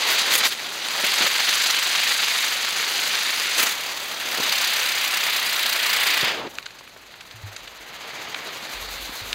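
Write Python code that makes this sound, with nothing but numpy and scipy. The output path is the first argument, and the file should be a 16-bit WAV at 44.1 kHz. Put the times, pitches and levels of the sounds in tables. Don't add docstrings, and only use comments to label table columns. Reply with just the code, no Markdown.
import sys
import numpy as np
from scipy import signal
from scipy.fft import rfft, irfft, next_fast_len
from scipy.io import wavfile

SR = 44100
rng = np.random.default_rng(int(sys.argv[2]) if len(sys.argv) > 2 else 0)


def int16_out(signal):
    q = np.round(np.clip(np.atleast_2d(signal).T, -1, 1) * 32767)
    wavfile.write(sys.argv[1], SR, q.astype(np.int16))


N = 411894
TIME = np.arange(N) / SR
FREQ_HZ = np.arange(N // 2 + 1) * SR / N + 1e-3
TOP_HZ = 15750
SECOND_LIT_S, BURNOUT_S = 3.55, 6.285


def undb(db):
    return 10 ** (np.asarray(db) / 20)


def unit(x):
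    return x / np.sqrt(np.mean(x ** 2))


def over_pitch(hz, points_hz, values):
    return np.interp(np.log(hz), np.log(points_hz), values)


def band(x, hz, ratio, order=2):
    edges_hz = [hz / ratio, min(hz * ratio, SR * .45)]
    return signal.sosfilt(signal.butter(order, edges_hz, 'bandpass', fs=SR, output='sos'), x)


def walk(rate_hz, t):
    knots_s = np.arange(0, t[-1] + 2 / rate_hz, 1 / rate_hz)
    return np.interp(t, knots_s, rng.standard_normal(len(knots_s))) * np.sqrt(3 / 2)


def ramp(t, start_s, length_s):
    return np.clip((t - start_s) / length_s, 0, 1)


def gate(t, start_s, length_s, edge_s):
    return ramp(t, start_s - edge_s / 2, edge_s) - ramp(t, start_s + length_s - edge_s / 2, edge_s)


def air(level_db=-56):
    # (frequency [Hz], relative density [dB])
    spectrum = [(25, -34), (55, -2.5), (120, -1), (300, -6), (1000, -15), (4000, -10.5), (15000, -29)]
    gain = undb(over_pitch(FREQ_HZ, *np.transpose(spectrum)))
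    return undb(level_db) * unit(irfft(rfft(rng.standard_normal(N)) * gain, N))


def rumble(hz=48, waver=0.065, throb_db=2, noise_db=-8):
    # (start [s], length [s], level [dB])
    swells = [(6.4, 2.5, -70), (7.25, .6, -66), (8.756, .37, -45), (9.23, .15, -45)]
    pitch_hz = hz * (1 + waver * walk(20, TIME))
    tone = np.sin(2 * np.pi * np.cumsum(pitch_hz) / SR) * undb(throb_db * walk(14, TIME))
    noise = unit(band(rng.standard_normal(N), hz=60, ratio=1.5))
    envelope = sum(undb(db) * gate(TIME, s, length_s, edge_s=.06) for s, length_s, db in swells)
    return (unit(tone) + undb(noise_db) * noise) * envelope


def bumps(rise_s=0.0055):
    # (time [s], level [dB], pitch [Hz], t60 [s])
    pushes = [(7.340, -39, 110, 0.39), (7.434, -25, 101.5, 0.23), (9.213, -33, 99, .17)]
    out = np.zeros(N)
    for s, db, hz, t60_s in pushes:
        t = np.maximum(TIME - s, 0)
        envelope = (1 - np.exp(-t / rise_s)) * np.exp(-np.log(1000) * t / t60_s)
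        out += undb(db) * envelope * np.sin(2 * np.pi * hz * t)
    return out


def bursts(table, ratio, tail_db, tail_s):
    out, t = np.zeros(N + SR), TIME[:SR // 3]
    for s, db, length_s, hz in table:
        body = np.sqrt(t / length_s) * np.exp(-(t / length_s) ** 2)
        tail = undb(tail_db) * np.exp(-t / tail_s)
        burst = band((body + tail) * rng.standard_normal(len(t)), hz, ratio)
        start = int(s * SR)
        out[start:start + len(t)] += undb(db) * burst / np.sqrt(np.sum(burst ** 2) / (length_s * SR))
    return out[:N]


def puffs():
    # (time [s], level [dB], length [s], centre [Hz])
    thumps = [(1.036, -27.5, 0.0053, 450), (1.206, -27.5, 0.006, 300), (1.240, -33, .006, 350),
              (4.383, -26.5, 0.0032, 500), (4.396, -27, 0.008, 288), (6.228, -27.5, 0.0085, 230),
              (6.807, -42, 0.0053, 750), (6.961, -41.5, 0.0048, 500), (9.092, -32, .003, 450)]
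    return bursts(thumps, ratio=2.3, tail_db=-21, tail_s=0.022)


def casing_ticks(direct_db=-6):
    # (time [s], level [dB], length [s], centre [Hz])
    touches = [(6.553, -35, .003, 4000), (6.585, -17.5, 0.0011, 2020), (6.627, -35, 0.0025, 2800),
               (6.658, -33, 0.0034, 3600), (6.662, -27, 0.0036, 2480), (6.706, -38, 0.0039, 2500),
               (6.785, -40, 0.0097, 3440), (6.875, -38, 0.0028, 1790), (6.962, -46, 0.0066, 1500),
               (7.139, -39.5, .004, 1700), (7.207, -35, 0.0065, 2800), (7.310, -36, 0.0045, 2800),
               (7.562, -29, 0.0058, 3420), (7.675, -32.5, 0.0048, 2850), (8.3445, -20.5, 0.0031, 2100),
               (9.3285, -16, 0.0023, 2950)]
    # (frequency [Hz], gain [dB])
    modes = [(1500, -1), (2550, -5), (3950, -5), (6300, -10.5)]
    contact = bursts(touches, ratio=1.78, tail_db=-23, tail_s=0.0096)
    ring = sum(undb(db) * band(contact, hz, ratio=1.154, order=1) for hz, db in modes)
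    return undb(direct_db) * contact + ring


def snaps(hz=2900, ratio=2.7):
    # (time [s], peak [dB])
    sparks = [(.090, -4), (.103, -6), (.3545, 3), (.498, -13), (.886, -9), (1.223, -5), (1.302, -12),
              (1.448, -12), (1.529, -6.5), (1.697, -10), (1.872, -7), (2.124, -9), (2.350, -9), (2.708, -8),
              (2.776, -10), (3.268, -12), (3.375, -10), (3.601, -9), (4.707, -11), (5.131, -10),
              (5.585, -11)]
    spikes = np.zeros(N)
    for s, db in sparks:
        spikes[int(s * SR)] += undb(db)
    peak = abs(band(signal.unit_impulse(SR // 10), hz, ratio)).max()
    return band(spikes, hz, ratio) / peak


def stages(t):
    lit, spent = ramp(t, SECOND_LIT_S, length_s=0.13), ramp(t, BURNOUT_S, length_s=0.2)
    return np.array([1 - lit, lit - spent, spent])


def strength_db(t):
    # (time [s], level [dB])
    first = [(.57, -33), (.82, -31), (1.06, -22), (1.35, -23.5), (1.55, -22), (2.2, -23), (2.7, -26),
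             (3.3, -25), (3.53, -25)]
    second = [(3.74, -30), (4.17, -32.5), (4.35, -27), (4.53, -24), (4.95, -25), (5.45, -24.5), (5.8, -24),
              (6.05, -22), (6.28, -23)]
    embers = [(6.55, -48), (6.95, -49.5), (7.3, -48), (7.55, -44), (7.78, -45), (8.2, -36), (8.6, -37),
              (9.3, -38.5)]
    levels_db = [np.interp(t, *np.transpose(table)) for table in (first, second, embers)]
    return np.sum(stages(t) * levels_db, axis=0)


def burn(t, full_db=-22.5, roar_lag_s=.12):
    # (first charge [dB], second charge [dB], embers [dB])
    stage_roar_db = [-.5, -2.5, 2.5]
    stage_sizzle_db = [.5, 1.27, 4.5]
    shares = stages(t)
    burning = 1 - shares[2]
    choke = burning * ramp(t, 5.9, BURNOUT_S - 5.9) ** 2
    gutter = gate(t, start_s=6.245, length_s=.22, edge_s=.05)
    catch = ramp(t, start_s=7.8, length_s=0.39)
    fizz = ramp(t, start_s=8.3, length_s=0.71)
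    shortfall_db = burning * (full_db - strength_db(t - roar_lag_s))
    roar_db = np.dot(stage_roar_db, shares) + 5 * choke + 0.96 * shortfall_db
    sizzle_db = np.dot(stage_sizzle_db, shares) - 3.5 * choke - 6.5 * gutter - 4 * catch + 9 * fizz
    focus = 1.15 - .06 * burning * np.maximum(full_db - strength_db(t), 0)
    return roar_db, sizzle_db, focus * (1 - .6 * gutter)


def crackle(per_s=2200, spread_db=4.2, limit_db=19):
    size = undb(np.minimum(spread_db * rng.exponential(size=N), limit_db))
    return unit((rng.random(N) < per_s / SR) * size * rng.choice([-1, 1], N))


def bore(x, lower_hz=4100, upper_hz=6400, fresh_db=3.5, fade_db_per_s=2.5):
    # (first charge [dB], second charge [dB], embers [dB])
    stage_db = [0.4, -0.7, 0.5]
    # (start [s], length [s], boost [dB])
    swells = [(.17, .06, 4.5), (4.4, 0.38, 2), (8.75, .55, 1)]
    _, sizzle_db, _ = burn(TIME)
    shares = stages(TIME)
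    swells_db = sum(db * gate(TIME, s, length_s, edge_s=0.046) for s, length_s, db in swells)
    lower_db = np.dot(stage_db, shares) + 0.62 * sizzle_db + swells_db
    upper_db = shares[1] * (fresh_db - fade_db_per_s * (TIME - SECOND_LIT_S))
    lower = (undb(lower_db) - 1) * band(x, lower_hz, ratio=1.11, order=1)
    upper = (undb(upper_db) - 1) * band(x, upper_hz, ratio=1.12, order=1)
    return x + lower + upper


def beam_sweep_db(hz, facing, beam):
    beam_hz, once_db, direction_turns, twice_db = np.transpose(beam)
    lobe_db = over_pitch(hz, beam_hz, once_db * np.exp(-2j * np.pi * direction_turns))
    return (lobe_db * facing + over_pitch(hz, beam_hz, twice_db) * facing ** 2).real


def jet(treble_grit=0.67, sputter_db=0.8, flicker_db=0.86, spray_db=1.5, gain_db=2, step=32):
    # (time [s], rate [turns/s])
    spin = [(0, 2.62), (.28, 5.16), (.8, 21.54), (1.18, 22.47), (2.28, 24.8), (2.58, 24.76), (3.04, 26.19),
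            (3.48, 26.18), (3.8, 36.67), (4.52, 33.35), (6.3, 28.02), (6.52, 24.83), (8.06, 14.53),
            (9.34, 6.8)]
    # (frequency [Hz], first charge [dB], second charge [dB], embers [dB])
    spectra = [(40.0, -46, -38, -26), (104, -27, -28, -13.5), (193, -17.5, -17.5, -9),
               (415, -11.5, -11.5, -3.5), (813, -6.5, -5.5, 0), (1440, -0.5, -1.5, 0.4),
               (2250, 3.5, 2.5, 3), (3040, 1.75, 0.5, -1), (4300, 3, 0, -3), (6590, -4, -8, -8.5),
               (8300, -11.5, -14, -20), (11200, -14.5, -17, -22.5), (13500.0, -14.5, -14, -18),
               (15500.0, -17, -17, -25)]
    # (frequency [Hz], once-a-turn swing [dB], direction from listener [turns], twice-a-turn swing [dB])
    beams = [
        [(300, 1.2, -.13, .4), (1700, 2.4, -.13, .4), (3800, 1.3, -.17, .6), (6500, 1.8, .15, 1.4),
         (8200, 1.6, .26, 1.1), (9800, 3.4, .41, .9), (11800, .5, .47, 1), (13500, 3, -.06, 1.5),
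         (15500, 4, -.03, 1.8)],
        [(300, 1, -.08, .3), (1500, 1.3, -.14, .5), (3600, 1, .04, 1.1), (4800, 3.2, .03, 1.1),
         (6500, 4, .11, 1.1), (8400, 2.4, .28, .8), (9800, .4, .15, 2.3), (12000, 4.6, -.07, 1.9),
         (13800, 4.3, 0, 2.6), (15500, 4.1, 0, 2)],
        [(300, .4, 0, -.3), (3000, .5, -.1, -.4), (5000, 1.3, .13, .5), (6500, 3.8, -.04, -.7),
         (8600, 2.4, -.06, -.7), (10000, 3.3, 0, -.5), (11700, 4.9, -.1, -1), (14000, 2.6, -.06, -.7),
         (15500, 3.2, 0, -1)],
    ]
    # (start [s], length [s], level [dB], extra roar [dB], extra sizzle [dB])
    flares = [(0, .48, -24.5, 5, -4), (0.077, .075, -29.5, -8, 11), (0.183, .04, -24.5, -7, 3),
              (0.307, 0.057, -24, -5, 7.5), (.338, 0.029, -29, -3, 19), (0.376, 0.017, -27, -8.5, 18),
              (.43, 0.04, -20, -2, 0), (.465, 0.027, -29, 0, 12), (0.507, 0.031, -27.5, -13, 3),
              (1.178, 0.1, -24.5, 8, -9), (3.575, 0.052, -21, 4, 4.5), (3.621, 0.03, -23, 6, 9),
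              (3.659, 0.023, -19.5, 4, 1), (3.68, 0.046, -29, 2, 6), (6.223, 0.093, -26, 3, -13),
              (6.301, 0.182, -39, 18, -16), (6.477, 0.13, -51.5, 12.5, 12)]
    stage_grit = [.65, .31, .46]

    t = TIME[::step]
    turns = np.cumsum(np.interp(t, *np.transpose(spin))) * step / SR + .5
    facing = np.exp(2j * np.pi * turns)
    shares, level_db = stages(t), strength_db(t)
    roar_db, sizzle_db, focus = burn(t)
    flaring = np.array([gate(t, s, length_s, edge_s=.02) for s, length_s, *_ in flares])
    _, _, flare_db, flare_roar_db, flare_sizzle_db = np.transpose(flares)
    uneven_db = gain_db + sputter_db * walk(110, t)
    bunches_db = spray_db * walk(150, t)

    colour_hz, *colours_db = np.transpose(spectra)
    grid_hz = FREQ_HZ[FREQ_HZ < TOP_HZ][::step]
    for colour_db in colours_db:
        power = np.mean(undb(over_pitch(grid_hz, colour_hz, colour_db)) ** 2) * 2 * TOP_HZ / SR
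        colour_db -= 10 * np.log10(power)

    size = next_fast_len(N, real=True)
    bins_hz = np.arange(size // 2 + 1) * SR / size
    smoothing = 1 - .35 * flaring.max(axis=0)
    grit = np.interp(TIME, t, np.dot(stage_grit, shares) * smoothing)
    gas = rfft(rng.standard_normal(N) / np.hypot(1, grit), size)
    grains = rfft(crackle() * grit / np.hypot(1, grit), size)

    centres_hz = np.r_[np.geomspace(40, 2900, 14), np.linspace(3800, 15500, 14)]
    out = np.zeros(N)
    for hz, pick in zip(centres_hz, np.eye(len(centres_hz))):
        low, high = over_pitch(hz, [500, 1900], [1, 0]), over_pitch(hz, [4800, 10000], [0, 1])
        steady = undb(level_db + low * roar_db + high * sizzle_db)
        flare_gains = undb(flare_db + low * flare_roar_db + high * flare_sizzle_db)
        flow = np.sqrt(steady ** 2 + flare_gains ** 2 @ flaring ** 2)
        band_db = uneven_db + high * bunches_db + flicker_db * walk(25, t)
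        for share, colour_db, beam in zip(shares, colours_db, beams):
            sweep_db = focus * beam_sweep_db(hz, facing, beam)
            band_db += share * (over_pitch(hz, colour_hz, colour_db) + sweep_db)
        source = gas + (1 + high * (treble_grit - 1)) * grains
        triangle = np.interp(bins_hz, centres_hz, pick)
        out += irfft(triangle * source, size)[:N] * np.interp(TIME, t, flow * undb(band_db))
    return out


def scene():
    firework = casing_ticks() + puffs() + bore(jet()) + snaps()
    return (firework + bumps() + rumble() + air())[None]


def record(dry, notch_hz=5450, notch_width_hz=750, notch_depth=0.67):
    b, a = signal.iirpeak(notch_hz, notch_hz / notch_width_hz, fs=SR)
    notched = dry - notch_depth * signal.lfilter(b, a, dry)
    lowpass = signal.ellip(12, .1, 80, TOP_HZ, fs=SR, output='sos')
    return signal.sosfilt(lowpass, np.clip(notched, -1, 1))


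dry = scene()
out = record(dry)
int16_out(out)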